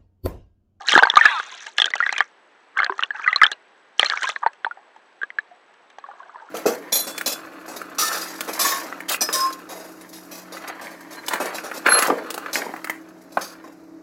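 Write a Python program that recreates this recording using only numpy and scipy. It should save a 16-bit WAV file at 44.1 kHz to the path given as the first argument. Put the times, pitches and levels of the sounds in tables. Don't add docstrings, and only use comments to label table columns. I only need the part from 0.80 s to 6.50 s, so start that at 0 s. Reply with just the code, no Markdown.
import sys
import numpy as np
from scipy import signal
from scipy.fft import rfft, irfft
from scipy.io import wavfile
from scipy.ndimage import uniform_filter1d

SR = 44100
rng = np.random.default_rng(int(sys.argv[2]) if len(sys.argv) > 2 else 0)


def output_pcm(signal):
    pcm = np.clip(np.atleast_2d(signal).T, -1, 1) * 32767
    wavfile.write(sys.argv[1], SR, np.round(pcm).astype(np.int16))


N = 251370
T = np.arange(N) / SR

# start_s, level_db, pitch_hz (at the start), ring_cycles (to fall 60 dB)
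NEAR_BUBBLES = [(.0852, -5, 3940, 33), (.1306, -4.5, 3200, 50), (.1375, -6.5, 690, 4.2),
                (.1515, 1.5, 1642, 74), (.159, -10, 342, 11), (.1618, -0.5, 1357, 29),
                (.1767, 5.5, 860, 6.7), (.1891, 1, 1543, 38), (.2248, -2, 850, 13), (.23, -15.5, 477, 14),
                (.232, 3, 1538, 55), (.252, -7, 920, 17), (.2702, -7, 1120, 11), (.2993, -2, 3430, 47),
                (.3379, -11.5, 950, 5.3), (.3571, -6.5, 3800, 12), (.3685, 5.5, 1188, 55),
                (.4102, -1, 1780, 80), (.454, 3.5, 1692, 73), (.5984, -10.5, 1420, 20),
                (.983, -2, 2980, 7.9), (.9995, -4.5, 3420, 62), (1.0182, 1, 3260, 32),
                (1.0426, -5, 3220, 31), (1.1364, -7.5, 1960, 40), (1.203, -6, 1387, 44),
                (1.2244, -10.5, 1857, 100), (1.2355, -11, 1896, 70), (1.2629, -9, 1790, 20),
                (1.2917, -8.5, 2026, 30), (1.3636, -15, 2380, 37), (1.4052, 0.5, 1687, 17),
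                (1.9714, -12.5, 1548, 80), (1.9869, -12, 1670, 29), (2.001, -5.5, 1340, 23),
                (2.0201, -12, 1560, 17), (2.0312, -3.5, 1640, 19), (2.0445, -12, 4190, 12),
                (2.0634, -12, 1647, 8.7), (2.0955, -10.5, 1010, 22), (2.097, -25.5, 384, 45),
                (2.122, -16, 1090, 18), (2.1918, -11, 1284, 20), (2.2252, -8.5, 1485, 18),
                (2.2346, -4, 2860, 24), (2.3051, -13.5, 1664, 55), (2.476, -3.5, 1960, 73),
                (2.478, -11, 1250, 107), (2.5285, -5, 1970, 36), (2.5598, -4.5, 4050, 73),
                (2.6149, -1, 2002, 55), (2.618, -1, 1264, 49), (2.6332, 3, 1687, 41), (2.64, -3, 3070, 59),
                (2.653, -7.5, 1370, 19), (2.6647, -6, 3370, 47), (3.1948, 2, 3075, 28),
                (3.228, -19.5, 567, 21), (3.2293, -1, 1930, 17.5), (3.2593, -11, 4110, 106),
                (3.2987, -7.5, 4130, 9.3), (3.3348, -15, 1300, 35), (3.4409, -15, 1031, 51),
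                (3.4698, -17, 1610, 91), (3.5611, -13, 1700, 8.2), (3.6336, -14, 950, 27),
                (3.6622, -3.5, 894, 28), (3.8461, -8.5, 1520, 20), (3.8647, -15.5, 900, 39),
                (3.9102, -20.5, 1406, 53), (3.971, -33.5, 770, 32), (4.1619, -37.5, 881, 29),
                (4.4152, -19.5, 1556, 77), (4.4315, -13, 1620, 53), (4.503, -23, 1984, 27),
                (4.5854, -9, 1690, 46), (4.712, -38, 709, 68), (5.1838, -26, 797, 12),
                (5.2392, -27, 1110, 52), (5.2866, -30, 806, 37), (5.3127, -33, 1160, 47),
                (5.5568, -27.5, 950, 32)]
# pitch_hz, t60_s, level_db (relative)
SHELL_MODES = [(445, 0.02, -17.5), (809, 0.019, -5.5), (1200, 0.045, -7), (1670, 0.032, 2),
               (1810, 0.013, 3.5), (3220, 0.0078, 6.5), (4065, 0.018, -5.5), (5460, 0.0098, -4)]
# start_s, level_db (tick, knock and splash are set against it)
SPRAY_BURSTS = [(.085, -7), (.161, -24), (0.189, -16), (.232, -19), (.402, -18), (0.4536, -10),
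                (0.8669, -17.5), (0.982, -7), (1.0184, -33), (1.057, -3.5), (1.1034, -16), (1.1545, -8.5),
                (1.18, -21), (1.3255, -7), (1.3806, -4.5), (1.9782, -17), (2.0448, -16.5), (2.18, -21),
                (2.2056, -21), (2.5598, -16), (2.6342, -23), (2.7157, -7), (3.1948, -7), (3.2463, -5.5),
                (3.2987, -14), (3.431, -4.5), (3.4904, -5), (3.732, -31.5), (3.8461, -42), (4.162, -40),
                (4.4315, -33), (4.5854, -34.5), (4.94, -42), (5.101, -35), (5.1852, -31)]
# start_s, length_s, churn_db, spray_db, pitch_hz (typical bubble)
WASHES = [(.005, 0.066, -43.5, -54, 900), (0.082, .06, -23, -28, 2600), (.15, .06, -25, -42, 1000),
          (.25, 0.087, -36, -55, 1200), (0.365, .12, -22.5, -44.5, 1700), (0.552, .33, -47.5, -47.5, 1250),
          (.982, 0.025, -34.5, -37.5, 2480), (1.195, .22, -38, -52, 1900), (1.976, .06, -28, -60, 1400),
          (2.118, .14, -47.5, -62.5, 1400), (2.348, .33, -34.5, -58.5, 1600),
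          (3.195, 0.074, -42, -40.5, 1650), (3.296, 0.082, -30.5, -46, 1590),
          (3.41, 0.075, -32, -38.5, 1400), (3.627, 0.045, -39, -80, 1100), (3.954, .17, -62, -85, 870),
          (5.256, .44, -51.5, -72, 1000)]
# time_s, level_db
PLUNGE_LEVEL = [(.40, -43), (.445, -28.5), (.51, -29), (.57, -35), (0.621, -44.5), (.8, -47.5), (.95, -72)]
# start_s, length_s, start_hz, end_hz, level_db (peak)
SINKING_RESONANCES = [(.46, .12, 1080, 790, -29), (.495, .1, 1330, 860, -25), (.54, .08, 1480, 1060, -23),
                      (.46, .1, 1800, 1440, -26)]
# freq_hz, level_db (relative)
CLOUD_COLOUR = [(200, -29), (700, -5), (1150, -2.5), (1700, -2.5), (2200, -0.5), (2650, 0.5), (3000, -9),
                (3580, 1.5), (4200, -9.5), (4800, -25), (6300, -20.5), (10500, -32), (13000, -71)]
# freq_hz, level_db (relative)
SPRAY_COLOUR = [(1500, -25), (2600, -6.5), (3400, 4.5), (4200, 1), (4900, -3.5), (6000, 3), (7500, -4),
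                (9500, -15.5), (12000, -21), (15500, -55.5)]
# freq_hz, level_db (relative)
SPLASH_COLOUR = [(120, -25.5), (330, -6.5), (600, 3.5), (880, 0.5), (1050, -6), (1630, 5.5), (2100, -7),
                 (2500, 1), (3300, -12.5), (4200, -17), (5000, -25), (12000, -64)]
# freq_hz, level_db (relative)
HUSH_COLOUR = [(24, -58), (40, -50.5), (138, -21), (270, -10), (392, -4), (454, -4.5), (490, -5),
               (866, -3.5), (1320, -6), (1780, -5.5), (3650, -17), (7310, -35), (8070, -49.5),
               (8910, -35.5), (15000, -54.5)]

HUSH_DB = -56
TOP_HZ = 15400
WASH_ATTACK_S, CHURN_RELEASE_S, SPRAY_RELEASE_S = 0.0092, 0.027, 0.038
DRAIN_DB, DRAIN_S = -20, .085
CALM_CHURN_DB, CALM_SPRAY_DB = -65.5, -77.5
POPS_PER_S = 32
SPITS_PER_S = 45
DRIP_S = 0.14


def bubbles(rows, knock_db=-8, damped_db=2, tick_db=-31, tick_db_per_octave=10, tick_t60_s=0.017,
            splash_db=-12, splash_t60_s=.055, daughter_db=-20, daughter_db_per_db=2.0):
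    out, ticks, splashes = np.zeros(N), np.zeros(N), np.zeros(N)
    for start_s, level_db, pitch_hz, cycles in rows:
        t60_s = cycles / pitch_hz
        ring = bubble(pitch_hz, t60_s, rise=0.063, swell_s=0.00083 + .04 * t60_s)
        add(out, start_s, undb(level_db) * ring)
        shell_db = level_db + knock_db + damped_db * np.log2(40 / cycles)
        blow = knock(scatter_db=5, detune=0.039, corner_hz=1.54 * pitch_hz)
        add(out, start_s + .0005, undb(shell_db) * blow)
        add(splashes, start_s - .0005, undb(shell_db + splash_db) * hiss(splash_t60_s))
        sharp_db = level_db + tick_db + tick_db_per_octave * np.log2(pitch_hz / 1700)
        add(ticks, start_s - .0005, undb(sharp_db) * hiss(tick_t60_s))
        add(out, start_s, daughters(daughter_db + daughter_db_per_db * level_db))
    return out + colour(ticks, SPRAY_COLOUR) + colour(splashes, SPLASH_COLOUR)


def small_bubbles(above_churn_db=9, range_db=11, octaves=1.3, cycles=45):
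    rows = []
    chances = rng.random((len(WASHES), 60, 4))
    for (start_s, length_s, churn_db, _, pitch_hz), chance in zip(WASHES, chances):
        for when, strength, size, damping in chance[:int(POPS_PER_S * length_s)]:
            level_db = churn_db + above_churn_db + range_db * strength
            own_hz = pitch_hz * 2 ** (octaves * (size - .4))
            rows.append((start_s + length_s * when, level_db, own_hz, cycles * (.5 + damping)))
    return rows


def bubble(pitch_hz, t60_s, rise, swell_s):
    t = T[:int((t60_s + 2 * swell_s) * SR) + 2]
    gliding_hz = pitch_hz * (1 + rise * t / t60_s)
    phase = 2 * np.pi * np.cumsum(gliding_hz) / SR
    onset = np.sin(np.pi / 2 * np.minimum(t / swell_s, 1)) ** 2
    return onset * fade(np.maximum(t - swell_s, 0), t60_s) * np.sin(phase)


def knock(scatter_db, detune, corner_hz):
    t = T[:SR // 20]
    ring = 0
    draws = rng.standard_normal((len(SHELL_MODES), 3))
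    for (mode_hz, t60_s, level_db), (strength, shift, polarity) in zip(SHELL_MODES, draws):
        dulling = np.sqrt(1 + (mode_hz / corner_hz) ** 6)
        gain = np.sign(polarity) * undb(level_db + scatter_db * strength) / dulling
        tone = np.sin(2 * np.pi * mode_hz * (1 + detune * shift) * t)
        ring = ring + gain * fade(t, t60_s) * tone
    ring = ring * (1 - np.exp(-t / 0.00037)) ** 2
    return ring / np.abs(ring).max()


def daughters(level_db, fall_db=8, t60_s=0.031):
    out = np.zeros(SR // 8)
    for late, size in rng.random((4, 2)):
        ring = bubble(1300 * 3.4 ** size, t60_s / 2 ** size, rise=.05, swell_s=.001)
        i = int(.025 * late * SR)
        out[i:i + len(ring)] += undb(level_db - fall_db * late) * ring
    return out


def spits(rows, tick_db=-6, tick_t60_s=.016, knock_db=-7, splash_db=-18, splash_t60_s=0.11, daughter_db=-14):
    out, ticks, splashes = np.zeros(N), np.zeros(N), np.zeros(N)
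    for start_s, level_db in rows:
        add(ticks, start_s - .0005, undb(level_db + tick_db) * hiss(tick_t60_s))
        add(splashes, start_s, undb(level_db + splash_db) * hiss(splash_t60_s))
        blow = knock(scatter_db=6, detune=0.018, corner_hz=3300)
        add(out, start_s + 0.00032, undb(level_db + knock_db) * blow)
        add(out, start_s, daughters(level_db + daughter_db))
    return out + colour(ticks, SPRAY_COLOUR) + colour(splashes, SPLASH_COLOUR)


def small_spits(above_spray_db=14, range_db=15, drip_db=-12):
    rows = []
    chances = rng.random((len(WASHES), 60, 2))
    for (start_s, length_s, _, spray_db, _), chance in zip(WASHES, chances):
        span_s = length_s + DRIP_S
        for when, strength in chance[:int(SPITS_PER_S * span_s)]:
            late_s = span_s * when
            dripping = late_s > length_s
            fall_db = drip_db * dripping * (1 + (late_s - length_s) / DRIP_S)
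            level_db = spray_db + above_spray_db + range_db * strength ** 2 + fall_db
            rows.append((start_s + late_s, level_db))
    return rows


def hiss(t60_s):
    t = T[:SR // 16]
    return rng.standard_normal(len(t)) * (1 - np.exp(-t / 0.0009)) * fade(t, t60_s)


def wash(gurgle_db=-1, murmur_db=-6, fizz_db=1, sing=9.2):
    churn, spray = undb(CALM_CHURN_DB), undb(CALM_SPRAY_DB)
    for start_s, length_s, churn_db, spray_db, _ in WASHES:
        churn = np.maximum(churn, undb(churn_db) * surge(start_s, length_s, CHURN_RELEASE_S))
        spray = np.maximum(spray, undb(spray_db) * surge(start_s, length_s, SPRAY_RELEASE_S))
    pitch_hz, = curves([(start_s + length_s / 2, hz) for start_s, length_s, _, _, hz in WASHES])
    gurgle = swarm(pitch_hz, count=2200, spread=.13, cycles=42, scatter_db=4.5)
    murmur = colour(swarm(pitch_hz, count=3000, spread=.27, cycles=20, scatter_db=3), SPLASH_COLOUR)
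    singing = signal.lfilter(*signal.iirpeak(1635, 22, fs=SR), murmur)
    murmur = unit(murmur + sing * singing)
    fizz = swarm(np.full(N, 5800.), count=7000, spread=0.27, cycles=18, scatter_db=9.0)
    fizz = unit(colour(fizz, SPRAY_COLOUR))
    return churn * (undb(gurgle_db) * gurgle + undb(murmur_db) * murmur) + spray * undb(fizz_db) * fizz


def surge(start_s, length_s, release_s):
    after_s = np.maximum(T - start_s - length_s, 0)
    trickle = undb(DRAIN_DB) * np.exp(-after_s / DRAIN_S)
    release = np.maximum(np.exp(-after_s / release_s), trickle)
    return np.exp(np.minimum(T - start_s, 0) / WASH_ATTACK_S) * release


def swarm(pitch_hz, count, spread, cycles, scatter_db):
    out = np.zeros(N)
    for when, size, strength, damping in rng.random((count, 4)):
        hz = pitch_hz[int(when * N)] * np.clip((size / (1 - size)) ** spread, .5, 2)
        level_db = -scatter_db * np.log(strength + 0.063)
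        ring = bubble(hz, cycles * (.5 + damping) / hz, rise=.07, swell_s=2 / hz)
        add(out, when * N / SR, undb(level_db) * ring)
    return unit(out)


def plunge(flutter=0.12, glide_db=0, rush_db=-3):
    level_db, = curves(PLUNGE_LEVEL)
    begin_s, end_s = PLUNGE_LEVEL[0][0], PLUNGE_LEVEL[-1][0]
    during = (T > begin_s) & (T < end_s)
    glides = np.zeros(N)
    for when, size in rng.random((260, 2)):
        sink = -.3 * (1 - when) ** 2 / (1 + 3 * size)
        glide = bubble(700 + 3600 * size, .1, rise=sink, swell_s=.02)
        add(glides, begin_s + (end_s - begin_s) * when, glide)
    glides = colour(glides, CLOUD_COLOUR)
    glides = glides / glides[during].std()
    rush = unit(colour(rng.standard_normal(N), CLOUD_COLOUR))
    out = undb(level_db) * during * (undb(glide_db) * glides + undb(rush_db) * rush)
    for start_s, length_s, start_hz, end_hz, slide_db in SINKING_RESONANCES:
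        n = int(length_s * SR)
        phase = 2 * np.pi * np.cumsum(np.geomspace(start_hz, end_hz, n)) / SR
        in_step, out_of_step = flutter * slow_noise(n), flutter * slow_noise(n)
        tone = (1 + in_step) * np.sin(phase) + out_of_step * np.cos(phase)
        swell = np.sin(np.linspace(0, np.pi, n))
        add(out, start_s, undb(slide_db) * swell * tone)
    return out


def slow_noise(n):
    smooth = uniform_filter1d(uniform_filter1d(rng.standard_normal(SR // 2), 300), 300)
    return unit(smooth)[:n]


def hush(whine_db=-79):
    band = signal.butter(2, [7780, 7940], "bandpass", fs=SR, output="sos")
    whine = signal.sosfilt(band, rng.standard_normal(N))
    noise = colour(rng.standard_normal(N), HUSH_COLOUR)
    return undb(HUSH_DB) * unit(noise) + undb(whine_db) * unit(whine)


def undb(db):
    return 10 ** (np.asarray(db) / 20)


def unit(x):
    return x / np.sqrt(np.mean(x ** 2))


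def fade(t, t60_s):
    return np.exp(-np.log(1000) * t / t60_s)


def curves(table):
    time_s, *columns = np.transpose(table)
    return [np.interp(T, time_s, column) for column in columns]


def add(out, start_s, sound):
    i = int(np.clip(start_s * SR, 0, N))
    out[i:i + len(sound)] += sound[:N - i]


def colour(x, points):
    freq_hz, level_db = np.transpose(points)
    f = np.fft.rfftfreq(2048, 1 / SR)
    gain = undb(np.interp(np.log(f + 1), np.log(freq_hz), level_db))
    cepstrum = irfft(np.log(gain))
    half = len(cepstrum) // 2
    cepstrum[1:half] *= 2
    cepstrum[half + 1:] = 0
    impulse = irfft(np.exp(rfft(cepstrum)))
    return signal.fftconvolve(x, impulse)[:len(x)]


def scene(low_hz=190):
    case = signal.butter(3, low_hz, "highpass", fs=SR, output="sos")
    floor = hush()
    water = wash() + plunge()
    water = water + spits(SPRAY_BURSTS + small_spits())
    water = water + bubbles(NEAR_BUBBLES + small_bubbles())
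    return (signal.sosfilt(case, water) + floor)[None]


def record(dry):
    clipped = dry / (1 + dry ** 8) ** (1 / 8)
    thin = signal.sosfilt(signal.butter(2, 115, "highpass", fs=SR, output="sos"), clipped)
    dull = signal.sosfilt(signal.butter(3, 10000, fs=SR, output="sos"), thin)
    return signal.sosfilt(signal.ellip(8, .2, 70, TOP_HZ, fs=SR, output="sos"), dull)


dry = scene()
out = record(dry)
output_pcm(out)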